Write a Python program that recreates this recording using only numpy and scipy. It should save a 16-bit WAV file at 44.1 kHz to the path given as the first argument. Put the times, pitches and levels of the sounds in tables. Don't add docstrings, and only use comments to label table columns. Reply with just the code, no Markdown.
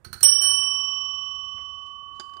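import sys
import numpy as np
from scipy import signal
from scipy.io import wavfile

SR = 44100
rng = np.random.default_rng(int(sys.argv[2]) if len(sys.argv) > 2 else 0)


def waveform_to_disk(signal):
    frames = np.transpose(np.atleast_2d(signal))
    scaled = np.clip(frames, -1, 1) * 32767
    samples = np.round(scaled).astype(np.int16)
    wavfile.write(sys.argv[1], SR, samples)


def to_linear_factor(level_db):
    exponent = np.asarray(level_db, float) / 20
    return 10 ** exponent


N = 105840
TOUCH_SCATTER_DB = 2

# (frequency [Hz], relative density [dB per Hz])
ROOM_SPECTRUM = [(22, -18), (40, 2), (75, 5), (130, -5.5), (300, -11.5), (800, -15.5), (2000, -24.5),
                 (4500, -44), (9000, -37), (16000, -44.5)]
# (time [s], strike level [dB])
PAW_THUDS = [(.064, -34), (.103, -39), (.127, -40), (.152, -38.5), (.215, -38.5), (.253, -33.5), (.29, -42),
             (.36, -46.5), (.468, -43.5), (.52, -44), (.59, -45), (1.545, -46.5)]
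# (frequency [Hz], relative level [dB], t60 [s])
TABLE_MODES = [(76, -8, .12), (93, 0, 0.12), (125, -6, 0.09), (159, -10, 0.05), (210, -13, 0.2),
               (350, -11, 0.12)]
# (time [s], level [dB], rise constant [s], time to fall 20 dB [s], centre [Hz])
SCUFFS = [(0.538, -54, 0.0023, 0.0023, 1579), (0.629, -27, 0.0032, 0.0061, 1481),
          (1.113, -61.5, 0.00079, 0.0087, 1800), (1.460, -70, .003, .01, 1593),
          (1.575, -44, 0.0066, 0.025, 1400), (1.581, -62.5, .002, 0.006, 1587),
          (1.587, -46, 0.0023, 0.012, 487), (1.783, -46.5, 0.00092, 0.0066, 817),
          (1.862, -59.5, 0.0011, 0.024, 5000), (2.019, -50, 0.0018, .012, 460),
          (2.136, -57, 0.026, 0.089, 4500), (2.357, -52, 0.0036, 0.09, 515),
          (2.211, -64.5, 0.0055, 0.25, 5830)]
# (time [s], ring level [dB], tick level [dB], tilt above the main ring [dB per octave])
PELLET_DROPS = [(2.1981, -28.5, -36, 5), (2.203, -29, -57, -19), (2.209, -36.5, -50, 13),
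                (2.295, -47.5, -57, -13), (2.336, -44, -48, -17), (2.369, -40.5, -48, -18)]
# (frequency [Hz], relative level [dB], t60 [s])
PLATE_MODES = [(380, -11, .035), (880, -9, .02), (1550, -3, .015), (3700, -8, .008), (4800, 0, .022),
               (6400, -6, .007), (6900, -6, .009)]
# (time [s], level [dB], rise constant [s], time to fall 20 dB [s], tilt about 4 kHz [dB per octave])
PLUNGER_RATTLES = [(.0445, -41, .002, 0.025, 0), (.1290, -30, .0004, 0.009, 2), (.135, -41, .002, .015, 3),
                   (.141, -37, .001, 0.005, 0), (.206, -31, 0.003, .013, 1.4),
                   (.255, -36.5, .008, 0.051, 0.5), (.4200, -29, .0003, 0.005, 1),
                   (.430, -34, .003, .014, 1), (.446, -35, .003, .011, 1), (.459, -34, .003, 0.013, 1),
                   (.5120, -35, .0005, 0.007, 1)]
# (frequency [Hz], width of one filter pass [Hz], relative level [dB])
BASE_RESONANCES = [(200, 120, -13), (394, 220, -12), (800, 500, -9), (1452, 460, 2.7), (2520, 3300, -10),
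                   (4200, 150, 0), (4460, 150, -1), (5900, 1800, -5), (9200, 1300, -2), (13200, 2800, -9),
                   (15000, 1500, -12)]
# (time [s], level [dB], rise constant [s], time to fall 20 dB [s], tilt about 4 kHz [dB per octave])
CLAPPER_CRACKS = [(.2272, -27, 0.00033, 0.0072, 1.3), (.2302, -15.5, 0.00017, 0.011, 1.7),
                  (.238, -16.5, 0.0027, 0.017, 1.5), (.410, -32.5, 0.0033, 0.051, 1.5)]
# (frequency [Hz], width of one filter pass [Hz], relative level [dB])
CRACK_RESONANCES = [(700, 900, -9), (1400, 550, -13), (2870, 3100, -4), (4300, 5500, -4), (5700, 3000, -1),
                    (8474, 840, 4), (9100, 700, -0.5), (10370, 640, 0), (12700, 2400, -14),
                    (13000, 790, -0.5), (14810, 890, -19.5)]
# (time [s], rise constant [s], time the clapper keeps feeding the ring [s], share of free t60 [1])
CLAPPER_BLOWS = [(.2303, .0006, .02, .7), (.412, .015, .07, 1.01)]
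# (frequency [Hz], width [Hz], level after first blow [dB], level after second blow [dB], t60 [s])
UNEVEN_MODES = [(1712, 30, -51, -54, 1.2), (2190, 30, -55, -62, 1.0), (4890, 20, -45, -44, .7)]
# (frequency [Hz], sign after first blow [1], sign after second blow [1])
DOME_TONES = [(1123.2, 1, -1), (1162.1, 1, 1), (1740, 1, 1), (3020.1, 1, 1), (3043.5, -1, -1),
              (5610.3, 1, 1), (5640, 1, -1), (6920, 1, 1), (8785.6, 1, 1), (9510, 1, 1), (9541, 1, 1),
              (10600, 1, 1), (10820, 1, 1), (12685.5, 1, 1), (13190, 1, 1), (13410, 1, 1), (13440, 1, 1)]
# (level after first blow [dB], level after second blow [dB], free t60 [s])
DOME_LEVELS = [(-45, -35.5, 16), (-41, -42.5, 14), (-58.5, -69, 12), (-26, -17.5, 6), (-28, -30.5, 5.4),
               (-13, -19, 2.506), (-16.5, -26.5, 2.22), (-60, -64.5, 10), (-10, -17.5, 0.62),
               (-42, -45, 1.5), (-26.5, -44.5, 0.21), (-55, -69, 8), (-73, -71, 2.5), (-31.5, -41, 0.48),
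               (-45, -62, 0.24), (-60.5, -64.5, 1.8), (-61, -60.5, 1.8)]
# (time [s], tilt about 1.8 kHz [dB per octave])
ARM_TILT = [(0.0, 2.5), (1.304, -1.03), (1.701, -2.34), (1.999, -6), (2.4, -9)]
# (time [s], dip [dB])
CHOKES = [(.2368, -14), (.2426, -9)]


def rms_one(x):
    return x / np.sqrt(np.mean(x ** 2) + 1e-20)


def since(s):
    return np.maximum(np.arange(N) / SR - s, 0)


def clicks(times, size):
    out = np.full(N, 1e-18)
    np.add.at(out, (np.asarray(times) * SR).astype(int), size)
    return out


def ring(x, hz, t60):
    r, w = to_linear_factor(-60 / (t60 * SR)), 2 * np.pi * hz / SR
    return signal.lfilter([0, np.sin(w)], [1, -2 * r * np.cos(w), r * r], x)


def band(x, low_hz, high_hz):
    return signal.sosfilt(signal.butter(2, [low_hz, min(high_hz, .45 * SR)], "band", fs=SR, output="sos"), x)


def burst(s, rise, length):
    t = since(s)
    return (1 - np.exp(-t / rise)) * to_linear_factor(-20 * t / length)


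def strike(times, strike_db, modes):
    strike_db = strike_db + rng.normal(0, TOUCH_SCATTER_DB, strike_db.shape)
    out = np.zeros(N)
    for k, (hz, mode_db, t60) in enumerate(modes):
        out += ring(clicks(times, to_linear_factor(strike_db[:, k] + mode_db)), hz, t60)
    return out


def rattle(events, resonances, per_s, spread_db):
    sizes = to_linear_factor(spread_db * np.minimum(rng.exponential(1, N), 4))
    grains = rms_one((rng.random(N) < per_s / SR) * rng.choice([-1, 1], N) * sizes)
    shapes = [burst(s, rise, length) for s, _, rise, length, _ in events]
    out = np.zeros(N)
    for k, (hz, width, mode_db) in enumerate(resonances):
        octaves = np.log2(hz / 4000)
        shape = sum(to_linear_factor(db + tilt * octaves) * e for (_, db, _, _, tilt), e in zip(events, shapes))
        r = np.exp(-np.pi * width / SR)
        b = (1 - r * r) / 2 * np.array([1, 0, -1])
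        a = [1, -2 * r * np.cos(2 * np.pi * hz / SR), r * r]
        once = signal.lfilter(b, a, grains * shape + 1e-18)
        twice = signal.lfilter(b, a, once)
        out += (-1) ** k * to_linear_factor(mode_db) * np.sqrt(SR / width / 2) * twice
    return out


def room_tone():
    level_db, waver_db, wavers_per_s = -56.5, 2.2, 8
    edges = 20 * 2 ** np.arange(0, 9.9, .5)
    white = rng.standard_normal((2, N + SR))
    hz, density_db = np.transpose(ROOM_SPECTRUM)
    out = np.zeros(N)
    for k, (low, high) in enumerate(zip(edges, edges[1:])):
        waver = np.interp(np.arange(N) / SR * wavers_per_s, np.arange(30), rng.standard_normal(30))
        band_db = np.interp(np.log(low * high) / 2, np.log(hz), density_db)
        settled = band(white[k % 2], low, high)[SR:]
        out += to_linear_factor(band_db + waver_db * waver) * settled
    return to_linear_factor(level_db) * rms_one(out)


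def room(x):
    t60_s, level_db, wall_hz = 0.3, -7, 8900
    t = np.arange(SR // 2) / SR
    tail = rng.standard_normal(len(t)) * to_linear_factor(-60 * t / t60_s) * (t > .004)
    tail = signal.sosfilt(signal.butter(1, wall_hz, fs=SR, output="sos"), tail)
    tail = tail / np.sqrt(np.sum(tail ** 2))
    return to_linear_factor(level_db) * signal.fftconvolve(x, tail)[:N]


def thuds():
    times, db = np.transpose(PAW_THUDS)
    strike_db = np.repeat(db[:, None], len(TABLE_MODES), axis=1)
    return band(strike(times, strike_db, TABLE_MODES), 59, 324)


def scuffs():
    white, half = rng.standard_normal(N), 2 ** (1.5 / 2)
    out = np.zeros(N)
    for s, db, rise, length, hz in SCUFFS:
        low, high = hz / half, hz * half
        puff = rms_one(band(band(white, low, high), low, high))
        out += to_linear_factor(db) * burst(s, rise, length) * puff
    return out


def pellets():
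    main_hz, soft_hz = 4800, 8000
    tick_rise_s, tick_length_s = 0.000436, 0.017
    times, ring_db, tick_db, tilt = np.transpose(PELLET_DROPS)
    shape = sum(to_linear_factor(db) * burst(s, tick_rise_s, tick_length_s) for s, db in zip(times, tick_db))
    tick = band(shape * rng.standard_normal(N), 250, soft_hz)
    octaves_above = np.array([max(np.log2(hz / main_hz), 0) for hz, _, _ in PLATE_MODES])
    strike_db = ring_db[:, None] + tilt[:, None] * octaves_above
    return band(strike(times, strike_db, PLATE_MODES) + tick, 183, soft_hz)


def plunger():
    return rattle(PLUNGER_RATTLES, BASE_RESONANCES, per_s=4000, spread_db=2.5)


def clapper():
    return rattle(CLAPPER_CRACKS, CRACK_RESONANCES, per_s=9000, spread_db=2)


def weak_modes():
    white, out = rng.standard_normal(N), np.zeros(N)
    for hz, width, db1, db2, t60 in UNEVEN_MODES:
        shape = np.zeros(N)
        for (s, rise, _, _), db in zip(CLAPPER_BLOWS, (db1, db2)):
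            shape += to_linear_factor(db) * burst(s, rise, t60 / 3)
        out += shape * rms_one(ring(white, hz, np.log(1000) / np.pi / width))
    return out


def dome():
    (s1, rise1, hold1, share1), (s2, rise2, hold2, share2) = CLAPPER_BLOWS
    first_touch_s, arm_hz, choke_s = .2268, 1800, .001
    time = np.arange(N) / SR
    arm_tilt = np.interp(time, *np.transpose(ARM_TILT))
    second = 1 - np.exp(-since(s2) / rise2)
    out = np.zeros(N)
    for (hz, sign1, sign2), (db1, db2, t60) in zip(DOME_TONES, DOME_LEVELS):
        old = sign1 * to_linear_factor(db1 - 60 * since(s1 + hold1) / (t60 * share1))
        new = sign2 * to_linear_factor(db2 - 60 * since(s2 + hold2) / (t60 * share2))
        level = old * (1 - second) + new * second
        arm = to_linear_factor(arm_tilt * np.log2(hz / arm_hz))
        out += level * arm * np.sin(2 * np.pi * hz * since(first_touch_s))
    for s, dip_db in CHOKES:
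        out *= to_linear_factor(dip_db * np.exp(-((time - s) / choke_s) ** 2))
    return out * (1 - np.exp(-since(s1) / rise1))


def scene():
    knocks = plunger() + clapper() + scuffs()
    plate = pellets()
    echoes = room(knocks + to_linear_factor(-9) * plate)
    bell = dome() + weak_modes()
    right = room_tone() + echoes + thuds() + plate + knocks + bell
    return np.array([np.zeros(N), right])


def band_limit(x):
    return signal.sosfilt(signal.butter(12, 15980, fs=SR, output="sos"), x)


def record(dry):
    mix = np.clip(dry, -1, 1)
    return band_limit(mix)


dry = scene()
out = record(dry)
waveform_to_disk(out)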